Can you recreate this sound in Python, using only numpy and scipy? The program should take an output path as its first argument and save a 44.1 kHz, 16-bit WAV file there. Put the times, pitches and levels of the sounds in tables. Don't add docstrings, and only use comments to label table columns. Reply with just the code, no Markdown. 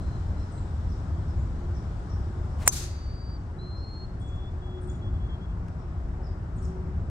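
import sys
import numpy as np
from scipy import signal
from scipy.fft import rfft, irfft
from scipy.io import wavfile
from scipy.ndimage import uniform_filter1d

SR = 44100
rng = np.random.default_rng(int(sys.argv[2]) if len(sys.argv) > 2 else 0)


def unload_audio(sound):
    columns = np.transpose(np.atleast_2d(sound))
    steps = np.round(np.clip(columns, -1, 1) * 32767)
    wavfile.write(sys.argv[1], SR, steps.astype(np.int16))


def ratio_of_db(decibels):
    return 10 ** (np.asarray(decibels, float) / 20)


N = 313098

# f/Hz, level/dB, peak/ms, rise/ms, fall/ms,
# left minus right/dB
HEAD_MODES = [(2150, -17, .7, .35, .9, -1), (4200, -18, 1.2, .4, 2, -2), (3300, -25, .8, .3, 1.2, 0),
              (5450, -26, 2, .5, 4, 0), (6070, -19.5, 2.4, 1.6, 4.5, 4), (6290, -26, 2.4, 1.6, 4, 4),
              (7215, -10, .75, .25, 3.6, 0), (7840, -11, 1.3, .5, 1.2, -1), (8560, -11, 1.85, .35, 1, 1),
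              (9150, -11.5, 3.7, 1.3, 2.2, 0), (9580, -26, 3.5, 1, 2.5, 0), (10400, -20, .8, .25, 2, 2),
              (10870, -21, .8, .25, 1.8, 4), (11900, -19, 1.8, .8, 2.4, 0), (13000, -16, 1.5, .4, 1.2, 0),
              (14500, -17, 1.6, .4, 1.1, 0), (15600, -29, 2.4, 1, 2.5, -3), (7780, -25, 7.5, 1.5, 6, 2),
              (6070, -24, 13.5, 1.4, 8, 6), (6290, -26, 13.5, 1.4, 11, 6)]
# f/Hz, density/dB per Hz
RATTLE_SPECTRUM = [(240, -55.5), (400, -22.5), (1130, -18), (1650, -30.5), (2180, -27), (4730, -20),
                   (6240, -6.5), (6850, -9.5), (9320, -13), (16000, -27)]
# t/s after impact, level/dB at 4 kHz, rise/s, fall/dB per s
TREE_GROUPS = [
    (.04, -38, .03, 42),
    (.056, -20, 0.011, 399),
    (.095, -22.5, 0.015, 141),
    (.165, -32.5, .03, 260),
    (.3, -48.5, 0.08, 30),
]
# f/Hz, density/dB per Hz
TREE_SPECTRUM = [(590, -36.5), (1000, -9.5), (1100, -6), (1430, -2), (3170, -5.5), (4050, 1), (5410, -0.5),
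                 (6230, -2), (6600, 0.5), (12500, -13), (16200, -28)]
# t/s, level/dB
SWISH_CURVE = [
    (2.56, -77.5),
    (2.605, -56),
    (2.63, -49.5),
    (2.65, -57),
    (2.675, -41),
    (2.70, -72),
    (2.74, -67),
]
# f/Hz, density/dB per Hz
SWISH_SPECTRUM = [(300, -9), (1000, 2.5), (2200, 4), (5000, -5), (8800, -7), (15000, -26)]
# t/s, f/Hz
OPENING_PITCH = [
    [(2.845, 4740), (3.04, 4650), (3.06, 4585), (3.15, 4680), (3.357, 4670), (3.378, 4480)],
    [(3.58, 3920), (3.62, 4110), (3.76, 4170), (3.82, 4215), (4.065, 4260)],
]
OPENING_LEVEL_DB = [-57.5, -53]
# t/s, length/s, level/dB, first f/Hz, last f/Hz
SONG_NOTES = [
    (4.2, .305, -59.5, 3385, 3435),
    (4.61, .195, -60, 3370, 3366),
    (4.87, 0.061, -60, 3385, 3410),
    (4.935, 0.032, -62, 3340, 3420),
    (5.01, 0.092, -58, 3345, 3325),
    (5.13, .05, -63, 3320, 3320),
    (5.19, 0.094, -63, 3315, 3350),
    (5.28, 0.087, -56.5, 3280, 3250),
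    (5.4, 0.067, -61, 3220, 3400),
    (5.48, 0.059, -68, 3300, 3240),
]
# t/s, length/s, level/dB, first f/Hz, last f/Hz
FAR_NOTES = [
    (0, 0.18, -68.5, 4120, 4086),
    (.36, 0.087, -68, 4030, 4140),
    (.568, .03, -61.5, 4300, 3720),
    (.62, .12, -80, 3650, 3480),
]
# t/s at top, level/dB, top f/Hz, drop/Hz
CHIP_CALLS = [(.405, -69, 5580, 550), (.902, -66, 5800, 990), (1.285, -72, 5680, 740),
              (1.38, -72, 7240, 150), (1.75, -66.5, 5820, 870), (2.105, -65, 5700, 498),
              (2.515, -80.5, 5520, 389), (3.78, -74, 5660, 700), (4.895, -76, 5830, 547),
              (5.795, -77, 5650, 580), (6.245, -66.5, 5560, 805), (6.635, -68.5, 5790, 970)]
# t/s at top, level/dB, top f/Hz, drop/Hz
TWITTER_CALLS = [
    (4.205, -71, 9000, 2680),
    (4.268, -68.5, 8450, 2700),
    (4.342, -77, 8520, 2395),
    (4.82, -68.5, 9050, 2230),
    (4.878, -65, 8720, 2350),
    (6.567, -68, 8660, 2630),
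    (6.629, -63, 8880, 2630),
]
# t/s, peak level/dB
LEAF_TICKS = [
    (1.476, -52),
    (5.684, -49),
]
# t/s, peak level/dB, half length/s
MOWER_SWELLS = [(1.648, -51.5, 0.15), (2.376, -52, 0.13), (2.84, -52.5, 0.14), (3.674, -50.5, 0.1),
                (4.068, -50, .1), (4.42, -47, 0.14), (4.806, -43.5, 0.15), (5.158, -49.5, .12),
                (5.381, -48.5, 0.05), (6.249, -54, 0.32), (6.71, -44, .12), (6.897, -49.5, .06)]
# t/s, peak level/dB, half length/s, f/Hz
ROAD_DRONES = [
    (.55, -51, 0.56, 125.5),
    (5.65, -44.5, 0.42, 167),
    (6.85, -43.5, 0.61, 169.8),
]
# t/s, swell/dB, half length/s
ROAD_PASSES = [
    (1.296, 0.5, 0.47),
    (5.073, 3.5, 0.16),
    (7.1, 2, .3),
]
# f/Hz, density/dB per Hz
RUMBLE_SPECTRUM = [(12, -41.5), (20, -17), (49, 1), (76, 4), (124, -9.5), (167, -11.5), (244, -19),
                   (329, -23), (365, -26), (450, -38), (580, -62), (990, -120)]
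# f/Hz, density/dB per Hz
ROAR_SPECTRUM = [(180, -37.5), (300, -6), (364, -4), (458, -8.5), (714, -7.5), (1430, -13.5), (2520, -30),
                 (3000, -33.5), (3900, -51), (6600, -120)]
# f/Hz, density/dB per Hz
LEAF_SPECTRUM = [(1410, -26), (2400, -11), (2940, -4), (3380, -1.5), (4810, -3.5), (5400, -2.5),
                 (6620, -7.5), (7500, -5.5), (8840, -10), (11100, -28.5), (15500, -27.5)]
# f/Hz, correlation/1
PORT_LIKENESS = [(60, 0.98), (130, 0.99), (290, 0.92), (640, 0.76), (1410, 0.065), (3100, 0.07),
                 (6820, 0.13), (15000, 0.04)]
# f/Hz, left minus right/dB
PORT_TILT = [(60, 1.1), (180, 1.3), (550, 2.2), (1650, 3.5), (5000, 6), (15000, 1.5)]

IMPACT_S, SQUASH_MS, SQUASH_DB = 2.6763, .14, -7
CROWN_LOW_HZ, CROWN_HIGH_HZ = 5000, 12000
CROWN_LATE_US, SOLE_LATE_US = 5, -8
RATTLE_DB, RATTLE_T60_S = -11, 0.036
NEAR_LOSS_DB, LOSS_DB_PER_S, FAR_LOSS_DB = -3.5, 33.5, 11
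SHAFT_HZ, SHAFT_HZ_PER_DB, SHAFT_DB = 860, 17, 2
SWELL_DB_PER_S, FLICK_HZ_PER_S, FLICK_S = 8, 250, .025
WOBBLE_SHARE = .003
SEET_S, SEET_LENGTH_S, SEET_DB = .508, 0.11, -62
SEET_TOP_HZ, SEET_END_HZ, SEET_SETTLE_S = 9150, 7600, 0.015
CHIP_CLIMB_S, CHIP_FALL_S = .014, .032
TWITTER_CLIMB_S, TWITTER_FALL_S = 0.0097, .029
MOWER_HZ, MOWER_HZ_PER_S, LOAD_SAG_HZ, LOAD_S = 346, 4.2, 6.08, 5.2
RUMBLE_DB, ROAR_DB, HISS_DB = -30, -47.5, -64.5
TRAFFIC_DB_PER_S, BREEZE_DB_PER_S = 0.35, -.5
DUCK_DB, DUCK_S = -3.5, 0.32
EDGE_HZ = 16000


def strike():
    ms = np.arange(SR // 4) * 1000 / SR
    u = (ms - 2.6 * SQUASH_MS) / SQUASH_MS
    sound = np.tile(-ratio_of_db(SQUASH_DB) * u * np.exp(.5 - u ** 2 / 2), (2, 1))
    for hz, db, peak_ms, rise_ms, fall_ms, left_db in HEAD_MODES:
        left_us = CROWN_LATE_US if CROWN_LOW_HZ < hz < CROWN_HIGH_HZ else SOLE_LATE_US
        late_ms = ms - peak_ms - np.outer([.5, -.5], left_us / 1000)
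        rising = -(late_ms / rise_ms) ** 2 / 2
        falling = -abs(late_ms / fall_ms) ** 1.4
        flash = np.exp(np.where(late_ms < 0, rising, falling))
        level = ratio_of_db(db + np.outer([.5, -.5], left_db))
        sound += level * flash * np.cos(2 * np.pi * hz * late_ms / 1000)
    shared, left, right = rng.standard_normal((3, len(ms)))
    rattle = evened(coloured(shared + .5 * np.array([left, right]), RATTLE_SPECTRUM))
    decay = ratio_of_db(RATTLE_DB - ms * 60 / 1000 / RATTLE_T60_S)
    sound += decay * (1 - np.exp(-ms / 2)) * rattle
    out = np.zeros((2, N))
    add(out, IMPACT_S, sound)
    return out


def tree_echo(crack):
    hz, t, z = signal.stft(rng.standard_normal((2, SR)), SR, nperseg=256)
    level = 0
    for s, db, rise_s, fall_db_per_s in TREE_GROUPS:
        decay = ratio_of_db(db - fall_db_per_s * np.maximum(t - s, 0))
        level = level + decay * bump(np.minimum(t, s), s, rise_s)
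    near_s = TREE_GROUPS[1][0]
    path_s = np.maximum(t - near_s, 3 * (near_s - t))
    loss_db = np.minimum(NEAR_LOSS_DB + LOSS_DB_PER_S * path_s, FAR_LOSS_DB)
    treble_loss = ratio_of_db(-np.outer(2.4 * ((hz / 4000) ** .6 - 1), loss_db))
    z = z * level * treble_loss * (t > .01)
    tail = signal.istft(z, SR, nperseg=256)[1] * ratio_of_db(np.array([[-10], [-12]]))
    ring = resonate(crack, np.full(N, 6200.), 350)
    out = ratio_of_db(-18.5) * signal.fftconvolve(ring[None], tail, axes=1)[:, :N]
    add(out, IMPACT_S, coloured(tail, TREE_SPECTRUM))
    return out


def swish():
    t = np.arange(SWISH_CURVE[0][0], SWISH_CURVE[-1][0], 1 / SR)
    hiss_db, = along(SWISH_CURVE, t)
    shaft_hz = SHAFT_HZ + SHAFT_HZ_PER_DB * (hiss_db - hiss_db.max())
    shared, left, right = rng.standard_normal((3, len(t)))
    hiss = evened(coloured(shared + .7 * np.array([left, right]), SWISH_SPECTRUM))
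    shaft = evened(resonate(shared, shaft_hz, 250))
    out = np.zeros((2, N))
    add(out, t[0], ratio_of_db(hiss_db) * (hiss + ratio_of_db(SHAFT_DB) * shaft))
    return out * ratio_of_db(np.array([[1.4], [-1.4]]))


def birds():
    song = opening() + sung(SONG_NOTES)
    far = sung(FAR_NOTES)
    seet = thin_call()
    seet = seet + ratio_of_db(-11) * np.roll(seet, round(.052 * SR))
    chip = arches(CHIP_CALLS, CHIP_CLIMB_S, CHIP_FALL_S, 35000, 4.2)
    twitter = arches(TWITTER_CALLS, TWITTER_CLIMB_S, TWITTER_FALL_S, 110000, 3.5)
    out = placed(song, .474, .8) + ratio_of_db(-14) * foliage(song, .5, .03)
    out += placed(seet, .465, -1.3) + ratio_of_db(-5.5) * foliage(seet, .3, 0.018)
    out += placed(far, -0.035, 2.1) + ratio_of_db(-1) * foliage(far, 0.35, 0.017)
    out += placed(chip, .4, -2.2) + ratio_of_db(3) * foliage(chip, .45, .005)
    twitter_echo = foliage(twitter, .4, 0.011) * ratio_of_db(np.array([[2.5], [-2.5]]))
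    return out + placed(twitter, -.3, 10.4) + ratio_of_db(-0.5) * twitter_echo


def opening():
    out = np.zeros(N)
    for rows, db in zip(OPENING_PITCH, OPENING_LEVEL_DB):
        t = np.arange(rows[0][0], rows[-1][0], 1 / SR)
        note(out, rows[0][0], along(rows, t)[0], db)
    return out


def sung(rows):
    out = np.zeros(N)
    for s, length_s, db, first_hz, last_hz in rows:
        t = np.arange(0, length_s, 1 / SR)
        flick_hz = FLICK_HZ_PER_S * length_s * bump(t, length_s, FLICK_S)
        note(out, s, first_hz + (last_hz - first_hz) * t / length_s + flick_hz, db)
    return out


def thin_call():
    out, t = np.zeros(N), np.arange(0, SEET_LENGTH_S, 1 / SR)
    hz = SEET_END_HZ + (SEET_TOP_HZ - SEET_END_HZ) * np.exp(-t / SEET_SETTLE_S)
    note(out, SEET_S, hz, SEET_DB)
    return out


def arches(calls, climb_s, fall_s, climb_hz_per_s, waver_db):
    out = np.zeros(N)
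    t = np.arange(-climb_s, fall_s, 1 / SR)
    for s, db, top_hz, drop_hz in calls:
        corners_hz = [top_hz - climb_hz_per_s * climb_s, top_hz, top_hz - drop_hz]
        hz = uniform_filter1d(np.interp(t, [-climb_s, 0, fall_s], corners_hz), size=250)
        add(out, s - climb_s, whistle(hz, db, 0.26, waver_db))
    return out


def note(out, s, hz, db):
    t = np.arange(len(hz)) / SR
    level_db = db + SWELL_DB_PER_S * (t - t[-1] / 2)
    add(out, s, whistle(hz, level_db, min(1600 / len(t), 1), 1.14))


def whistle(hz, db, fade, waver_db=1.5):
    quick, slow = rng.standard_normal((len(hz), 2)).T
    waver = evened(uniform_filter1d(quick, size=200))
    wobble = evened(uniform_filter1d(slow, size=700))
    turns = np.cumsum(hz * (1 + WOBBLE_SHARE * wobble)) / SR
    level = np.sqrt(2) * ratio_of_db(db + waver_db * waver)
    return level * np.sin(2 * np.pi * turns) * signal.windows.tukey(len(hz), fade)


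def foliage(x, t60_s, gap_s):
    t = np.arange(SR // 2) / SR
    tail = rng.standard_normal((2, len(t))) * ratio_of_db(-60 * t / t60_s) * (t > gap_s)
    return signal.fftconvolve(x[None], tail / np.linalg.norm(tail[0]), axes=1)[:, :N]


def ticks():
    out, t = np.zeros(N), np.arange(200) / SR
    colour = [(500, -4), (2000, 4), (6000, 2), (9000, -8), (12000, -30)]  # f/Hz, density/dB per Hz
    for s, db in LEAF_TICKS:
        add(out, s, ratio_of_db(db - 60 * t / .01) * coloured(rng.standard_normal(len(t)), colour))
    return placed(out, 0, .5)


def hums():
    t = np.arange(N) / SR
    sag_hz = LOAD_SAG_HZ * bump(t, LOAD_S, 0.298)
    late_drop_hz = 0.66 * np.maximum(t - 4, 0) ** 1.3
    hz = MOWER_HZ + MOWER_HZ_PER_S * t - sag_hz - late_drop_hz
    out = engine_tone(hz) * sum(ratio_of_db(db) * bump(t, s, half_s) for s, db, half_s in MOWER_SWELLS)
    for s, db, half_s, drone_hz in ROAD_DRONES:
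        out += ratio_of_db(db) * bump(t, s, half_s) * engine_tone(np.full(N, float(drone_hz)))
    return placed(out, 0.24, 2.2)


def engine_tone(hz):
    blurred = resonate(resonate(rng.standard_normal(N), hz, 9.8), hz, 27.0)
    return 0.45 * evened(blurred) + 1.11 * np.sin(2 * np.pi * np.cumsum(hz) / SR)


def background():
    t = np.arange(N) / SR
    duck_db = DUCK_DB * np.clip((t - IMPACT_S) / DUCK_S, 0, 1)
    traffic_db = TRAFFIC_DB_PER_S * np.maximum(t - IMPACT_S - DUCK_S, 0)
    passes_db = sum(db * bump(t, s, half_s) for s, db, half_s in ROAD_PASSES)
    late_ms = 8000 / SR
    rumble = ratio_of_db(RUMBLE_DB + 1.5 * traffic_db + passes_db) * wash(RUMBLE_SPECTRUM, .8, late_ms)
    roar = ratio_of_db(ROAR_DB + 2.57 * np.tanh(traffic_db / 1.03)) * wash(ROAR_SPECTRUM, 0.74, late_ms)
    hiss = ratio_of_db(HISS_DB + 2.6 * np.exp(BREEZE_DB_PER_S * t * 2)) * wash(LEAF_SPECTRUM, .9)
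    return ratio_of_db(duck_db) * (rumble + roar + ratio_of_db(0.378 * duck_db) * hiss)


def wash(colour, patchy_db, left_late_ms=0):
    frames, hz = N // 512 + 6, np.fft.rfftfreq(2048, 1 / SR)
    a, b, c, d, patches = rng.standard_normal((frames, len(hz), 5)).T
    patches = uniform_filter1d(patches, size=20, axis=0)
    patches = evened(uniform_filter1d(patches, size=10, axis=1))
    same = np.clip(read(PORT_LIKENESS, hz), -1, 1)[:, None]
    left = a + 1j * b
    right = same * left + np.sqrt(1 - same ** 2) * (c + 1j * d)
    z = np.array([left, right])
    z[0] *= np.exp(-2j * np.pi * hz * left_late_ms / 1000)[:, None]
    colour_db = read(colour, hz) + np.outer([.5, -.5], read(PORT_TILT, hz))
    z = z * ratio_of_db(colour_db[..., None] + patchy_db * patches)
    return evened(signal.istft(z, nperseg=2048, noverlap=1536)[1][:, :N])


def placed(x, left_late_ms, left_db):
    hz, side = np.fft.rfftfreq(N, 1 / SR), np.array([[.5], [-.5]])
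    delay = np.exp(-2j * np.pi * hz * side * left_late_ms / 1000)
    return irfft(rfft(x) * delay * ratio_of_db(side * left_db), N)


def resonate(x, hz, width_hz):
    turn = np.exp(2j * np.pi * np.cumsum(hz) / SR)
    r = np.exp(-np.pi * width_hz / SR)
    return 2 * (turn * signal.lfilter([1 - r], [1, -r], x / turn)).real


def coloured(x, points):
    size = x.shape[-1]
    return irfft(rfft(x) * ratio_of_db(read(points, np.fft.rfftfreq(size, 1 / SR))), size)


def read(points, hz):
    f, value = np.transpose(points)
    return np.interp(np.log(hz + 1), np.log(f + 1), value)


def along(rows, t):
    s, *columns = np.transpose(rows)
    return [np.interp(t, s, c) for c in columns]


def bump(t, s, half_s):
    return np.exp(-((t - s) / half_s) ** 2)


def evened(x):
    return x / np.sqrt(np.mean(x ** 2) + 1e-20)


def add(mix, s, sound):
    part = mix[..., round(s * SR):][..., :sound.shape[-1]]
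    part += sound[..., :part.shape[-1]]


def scene():
    crack = strike()
    club = placed(crack, 4400 / SR, 0) + tree_echo(crack.mean(0)) + swish()
    return club + birds() + ticks() + hums() + background()


def low_pass(x):
    return signal.sosfilt(signal.butter(12, 16330, fs=SR, output="sos"), x)


def record(dry):
    band = [(5800, -40), (7000, 0), (9300, 0), (10500, -14), (16000, -14)]  # f/Hz, level/dB
    ahead = np.linspace(1, .15, 900) * coloured(rng.standard_normal(900), band)
    backwards = dry[:, ::-1]
    lead_in = signal.fftconvolve(backwards, evened(ahead)[None] / 60, axes=1)[:, :N][:, ::-1]
    lowpass = signal.firwin(255, EDGE_HZ, fs=SR)[None]
    mix = signal.oaconvolve(dry + ratio_of_db(-20.5) * lead_in, lowpass, "same")
    return low_pass(mix)


dry = scene()
out = record(dry)
unload_audio(out)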